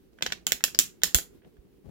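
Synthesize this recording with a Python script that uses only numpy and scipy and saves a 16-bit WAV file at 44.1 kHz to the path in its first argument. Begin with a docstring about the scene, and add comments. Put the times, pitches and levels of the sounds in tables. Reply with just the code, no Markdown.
"""Stitches give way in strained fabric, close up in a small, quiet room with a low hum. A faint rustle and two
ticks lead into three dull snaps, each a tearing thread that sets the taut cloth ringing and knocking. From
about 0.5 s six brighter snaps follow, the loudest softly overloading the microphones, with ticks and soft low
bumps in between. The last snap, at 1.15 s, lands with the heaviest bump; then small ticks, bumps and rustles
trail off over the hum."""
import sys
import numpy as np
from scipy import signal
from scipy.fft import rfft, irfft
from scipy.io import wavfile
from scipy.ndimage import uniform_filter1d

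SR = 44100
rng = np.random.default_rng(int(sys.argv[2]) if len(sys.argv) > 2 else 0)


def materialize(psi):
    """Save the field psi as 16-bit PCM at rate SR to the path in sys.argv[1].

    A 1-D psi becomes a single channel; in a 2-D psi each row is a channel.
    """
    bounded = np.clip(np.atleast_2d(psi).T, -1, 1)
    quanta = np.round(bounded * 32767).astype(np.int16)
    wavfile.write(sys.argv[1], SR, quanta)


N = 83790

# Stitches giving way. Each row: start in seconds, relative level in dB, treble shelf in dB,
# body shelf in dB, resonance pitch in Hz, resonance gain in dB, room send in dB.
STITCH_SNAPS = [(0.2229, -6.5, -13, 1.5, 3400, 3.5, 1), (0.2622, -8, -17, 3.5, 2200, -0.5, 0.5),
                (0.321, -6, -20, -4, 1750, 4.5, -1.5), (0.4673, -7.5, -2.5, 1.5, 4300, 1, 3),
                (.5200, -4, -1, 0, 2700, 1, -0.5), (0.6392, -1, 0, -5, 2900, 1.5, 0.5),
                (0.7891, -1, 2.5, -3, 5500, 5.5, 3.5), (1.0344, -3, 0, -2, 4400, 4, 3.5),
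                (1.1461, 0, 4, -1.5, 500, -2, 3)]
# Small cloth ticks. Each row: as for a snap, without the room send.
CLOTH_TICKS = [(.186, -37, -24, -0.5, 1390, 8), (.208, -35.5, -26, 9, 680, 9),
               (0.257, -28, -37, 1, 3500, -3), (0.302, -30.5, -16, 15, 1500, 2),
               (0.506, -30, -13, 3, 2000, 5), (0.6059, -27.5, -23, 0.5, 1370, 6.5),
               (0.679, -23.5, -23, 2, 1400, 2), (.700, -43, -18, -1, 1290, -1.5),
               (0.7469, -24, -7, 7.5, 4950, 19), (1.0177, -34.5, -9.5, 11.5, 3490, 10),
               (1.1856, -17, -0.5, 6, 453, -0.5), (1.418, -49.5, -36, 12.5, 3200, 0),
               (1.433, -51.5, -45, 17, 3246, 2.5), (1.446, -46, -30, 20, 3200, 3.5),
               (1.567, -52.5, -22, 4.5, 1340, 10), (1.860, -66, -4, 21, 700, -2),
               (1.880, -63, -17, 24, 579, 9)]
# Tone of the left and right microphone ports. Each row: frequency in Hz, gain in dB.
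LEFT_PORT_EQ = [(60, -33), (200, -21.5), (450, -10.5), (750, -10), (1100, -21.5), (1500, -11), (2400, -10),
                (3100, 0), (4000, -8.5), (4800, -2.5), (5550, -2), (6500, 0), (7600, -7.5), (8700, -19.5),
                (12000, -11.5), (14200, -17.5), (16000, -17.5)]
RIGHT_PORT_EQ = [(60, -15), (200, -11.5), (450, -4.5), (750, -16), (1100, -14.5), (1500, -2), (3000, -7),
                 (3600, -0.5), (4800, -12.5), (5900, 3.5), (6600, -6), (7250, 8), (8400, -10),
                 (9800, -12.5), (13600, -5), (15100, 2.5), (16500, -21.5)]
# Reflections off nearby surfaces. Each row: delay in seconds, left gain in dB, right gain in dB.
EARLY_ECHOES = [(.0060, -25, -13.5), (.0078, -19, -17.5), (.0094, -23.5, -12)]
# Tone of the room tail. Each row: frequency in Hz, gain in dB.
ROOM_EQ = [(80, -13.5), (170, -0.5), (430, -9.5), (950, -18), (1500, -10), (2900, -0.5), (4400, -3.5),
           (5600, 0), (7400, 1.5), (8700, -8.5), (11000, -2.5), (14800, -2.5), (16000, -11.5)]
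# Length of the room tail. Each row: frequency in Hz, seconds to fall by 60 dB.
ROOM_DECAY = [(200, .3), (1000, 0.28), (3000, 0.19), (7000, 0.2), (15000, 0.17)]
# Soft low bumps. Each row: start in seconds, level in dB, pitch in Hz, left minus right in dB.
LOW_BUMPS = [(0.279, -41, 60, -5), (0.537, -44, 60.6, 0), (0.642, -44.5, 58, -12.5),
             (.785, -42.5, 85, -6.5), (1.034, -34, 169.9, -2.5), (1.068, -41.5, 53.66, -0.5),
             (1.1504, -20, 60.7, -14.5), (1.587, -39.5, 56.05, -7.5), (1.874, -43, 69.5, 23)]
# Cloth sliding. Each row: centre in seconds, half length in seconds, level in dB,
# hiss added to the rustle's tone in dB, left minus right in dB.
CLOTH_SLIDES = [(0.158, 0.067, -70.5, -17, -6.5), (0.373, 0.15, -62, -23.5, -4.5),
                (1.466, 0.02, -55.5, -35, 1), (1.64, 0.067, -64, -42, 3.5), (1.88, 0.025, -52, -51.5, 19.5)]
# Tone of the rustle. Each row: frequency in Hz, relative level in dB.
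RUSTLE_EQ = [(30, -8), (80, 0.5), (170, 13), (400, -3), (560, -4.5), (780, -6), (1100, -37.5),
             (4000, -65.5), (16000, -46.5)]
# Tone of the room hum. Each row: frequency in Hz, relative level in dB.
HUM_EQ = [(15, -22), (30, -8.5), (55, -2), (110, -9), (170, -6.5), (260, -5.5), (400, -2.5), (620, -24),
          (1000, -28), (3000, -32), (8000, -39), (16000, -34.5)]

RISE_S, HOLD_S, FALL_S, HOLD_STRETCH_PER_DB = 0.0005, 0.0011, 0.00065, 0.14
TEAR_LIKENESS, RIGHT_LATE_S = 0.64, 0.0004
RING_DB, RING_S, RING_TOP_HZ = -17, 0.0042, 8300
KNOCK_DB, KNOCK_RISE_S, KNOCK_S, KNOCK_TOP_HZ, KNOCK_LIKENESS = -2, 0.00065, 0.0022, 1900, 0.87
SNAP_TREBLE_HZ, TICK_TREBLE_HZ, BODY_HZ, RESONANCE_HALF_WIDTH_HZ = 6200, 4750, 1240, 600
DIRECT_DB, TICK_SEND_DB = 18.5, -0.5
ROOM_DB, ROOM_ONSET_S, ROOM_PAN_DB = 6.5, 0.0017, -3
BUMP_RISE_S, BUMP_DECAY_S = 0.0016, 0.009
RUSTLE_HISS_TOP_HZ, RUSTLE_GRAIN_DB = 8100, 4.5
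HUM_DB, HUM_SWELL_DB, HUM_LIKENESS, HUM_PAN_DB = -59.5, 2, 0.17, -1.5
LOW_CUT_HZ, HIGH_CUT_HZ = 21, 16300


def snap(treble_hz, db, treble_db, body_db, resonance_hz, resonance_db):
    """A thread tears in a few milliseconds (dull snaps are slower); the taut cloth rings and knocks."""
    def tone_db(hz):
        treble = treble_db * (1 - 1 / (1 + (hz / treble_hz) ** 4))
        body = body_db / (1 + (hz / BODY_HZ) ** 2)
        resonance = resonance_db / (1 + ((hz - resonance_hz) / RESONANCE_HALF_WIDTH_HZ) ** 2)
        return treble + body + resonance

    t = np.arange(1024) / SR
    attack = np.minimum(t / RISE_S, 1)
    hold_s = HOLD_S * (1 - HOLD_STRETCH_PER_DB * treble_db)
    release = np.exp(-np.maximum(t - hold_s, 0) / FALL_S)
    tear = stereo_burst(attack * release, TEAR_LIKENESS, RIGHT_LATE_S)
    ring = low_pass(stereo_burst(attack * np.exp(-t / RING_S), likeness=0), RING_TOP_HZ)
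    knock_envelope = np.minimum(t / KNOCK_RISE_S, 1) * np.exp(-t / KNOCK_S)
    knock = low_pass(stereo_burst(knock_envelope, KNOCK_LIKENESS), KNOCK_TOP_HZ)
    hit = tear + amp(RING_DB) * ring + amp(KNOCK_DB) * knock
    return amp(db) * signal.fftconvolve(hit, eq_impulse(tone_db)[None], axes=1)


def fabric(paths=4):
    """Strained cloth snaps and ticks: the close sound, and sends that feed the room paths in turn."""
    close, sends = np.zeros((2, N)), np.zeros((paths, 2, N))
    for k, (start, *shape, send_db) in enumerate(STITCH_SNAPS):
        crack = snap(SNAP_TREBLE_HZ, *shape)
        add(close, start, crack)
        add(sends[k % paths], start, crack * amp(send_db))
    for k, (start, *shape) in enumerate(CLOTH_TICKS):
        tick = snap(TICK_TREBLE_HZ, *shape)
        add(close, start, tick)
        add(sends[k % paths], start, tick * amp(TICK_SEND_DB))
    return close, sends


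def direct_and_echoes(close):
    """The close sound, coloured by each microphone port, and its bounces off nearby surfaces."""
    ports = np.array([eq_impulse(lambda hz: curve(eq, hz)) for eq in (LEFT_PORT_EQ, RIGHT_PORT_EQ)])
    direct = amp(DIRECT_DB) * signal.fftconvolve(close, ports, axes=1)[:, :N]
    out = direct.copy()
    for delay, left_db, right_db in EARLY_ECHOES:
        add(out, delay, direct * amp([[left_db], [right_db]]))
    return out


def room_tail(send):
    """The small room answers with a short diffuse tail, each band dying at its own speed."""
    hz, frame_s, bands = signal.stft(rng.standard_normal((2, SR // 2)), SR, nperseg=256)
    decay = np.exp(-np.log(1000) * frame_s / curve(ROOM_DECAY, hz)[:, None])
    tail = signal.istft(bands * decay, SR, nperseg=256)[1]
    t = np.arange(tail.shape[1]) / SR
    tail *= 1 - np.exp(-(t / ROOM_ONSET_S) ** 2)
    tone = eq_impulse(lambda f: curve(ROOM_EQ, f))
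    tail = signal.fftconvolve(tail / np.linalg.norm(tail[0]), tone[None], axes=1)
    return amp(ROOM_DB) * pan(ROOM_PAN_DB) * signal.fftconvolve(send, tail, axes=1)[:, :N]


def low_bumps():
    """Soft low pushes, each a quickly damped sine."""
    out, t = np.zeros((2, N)), np.arange(SR // 5) / SR
    envelope = (1 - np.exp(-t / BUMP_RISE_S)) * np.exp(-t / BUMP_DECAY_S)
    for start, db, hz, pan_db in LOW_BUMPS:
        add(out, start, -amp(db) * pan(pan_db) * envelope * np.sin(2 * np.pi * hz * t))
    return out


def cloth_rustles():
    """Cloth slides over cloth: grainy, muffled swells with a faint hiss."""
    out, t, hz = np.zeros((2, N)), np.arange(N) / SR, np.fft.rfftfreq(N, 1 / SR)
    for centre, half_length, db, hiss_db, pan_db in CLOTH_SLIDES:
        tone = amp(curve(RUSTLE_EQ, hz)) + amp(hiss_db) / (1 + (hz / RUSTLE_HISS_TOP_HZ) ** 6)
        friction = unit_rms(irfft(rfft(rng.standard_normal((2, N))) * tone, N))
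        grain = unit_rms(uniform_filter1d(rng.standard_normal(N), size=300))
        swell = np.exp(-((t - centre) / half_length) ** 2)
        out += amp(db + RUSTLE_GRAIN_DB * grain) * pan(pan_db) * swell * friction
    return out


def room_hum():
    """A bed of low room noise that wavers slowly, with a trace of hiss."""
    hz = np.fft.rfftfreq(N, 1 / SR)
    left, other, drift = rfft(rng.standard_normal((3, N)))
    likeness = HUM_LIKENESS / (1 + (hz / 900) ** 2)  # the sides share a little of the low end
    right = likeness * left + np.sqrt(1 - likeness ** 2) * other
    bed = irfft(np.array([left, right]) * amp(curve(HUM_EQ, hz)), N)
    swell = unit_rms(irfft(drift / (1 + (hz / 8) ** 4), N))
    return amp(HUM_DB + HUM_SWELL_DB * swell) * pan(HUM_PAN_DB) * unit_rms(bed)


def stereo_burst(envelope, likeness, late_s=0):
    """One burst at two microphones: partly alike, the shared part reaching the right late_s later."""
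    left, other = flat_burst(envelope), flat_burst(envelope)
    right = likeness * np.roll(left, round(late_s * SR)) + np.sqrt(1 - likeness ** 2) * other
    return np.array([left, right])


def flat_burst(envelope):
    """Noise under a short envelope, evened out to hold all frequencies alike; energy 1."""
    x = rng.standard_normal(len(envelope))
    for _ in range(8):  # impose the envelope, then whiten
        x = x * envelope / np.sqrt(abs(uniform_filter1d(x ** 2, size=24)) + 1e-14)
        phase = np.angle(rfft(x, 2 * len(x)))
        x = irfft(np.exp(1j * phase))[:len(x)]
    return x / np.linalg.norm(x)


def eq_impulse(gain_db, size=4096):
    """Minimum-phase impulse response of an EQ curve, which keeps attacks sharp."""
    log_gain = np.log(amp(gain_db(abs(np.fft.fftfreq(size, 1 / SR)))))
    spectrum = np.exp(np.conj(signal.hilbert(log_gain)))
    return np.fft.ifft(spectrum).real[:size // 2]


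def low_pass(x, hz):
    """Second-order low-pass."""
    return signal.sosfilt(signal.butter(2, hz, fs=SR, output="sos"), x)


def curve(points, hz):
    """Reads a table on a log-frequency axis."""
    f, value = np.transpose(points)
    return np.interp(np.log(hz + 1), np.log(f + 1), value)


def amp(db):
    """Decibels to gain."""
    return 10 ** (np.asarray(db) / 20)


def unit_rms(x):
    """Scales to rms 1."""
    return x / np.sqrt(np.mean(x ** 2) + 1e-20)


def pan(db):
    """Left and right gains for a level difference; positive leans left."""
    return amp([[db / 2], [-db / 2]])


def add(mix, start_s, sound):
    """Drops a sound into the mix at start_s."""
    part = mix[..., round(start_s * SR):][..., :sound.shape[-1]]
    part += sound[..., :part.shape[-1]]


def scene():
    """Snaps up front, the room behind them, and bumps, rustle and hum underneath."""
    close, sends = fabric()
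    reverb = sum(room_tail(send) for send in sends)
    return direct_and_echoes(close) + reverb + low_bumps() + cloth_rustles() + room_hum()


def record(dry):
    """The microphones shed the deepest bass, overload softly on the loudest snaps and lose the very top."""
    thinned = signal.sosfilt(signal.butter(2, LOW_CUT_HZ, "highpass", fs=SR, output="sos"), dry)
    saturated = thinned / (1 + thinned ** 4) ** (1 / 4)
    high_cut = signal.firwin(201, HIGH_CUT_HZ, window=("kaiser", 8), fs=SR)
    return signal.oaconvolve(saturated, high_cut[None], "same")


dry = scene()
out = record(dry)
materialize(out)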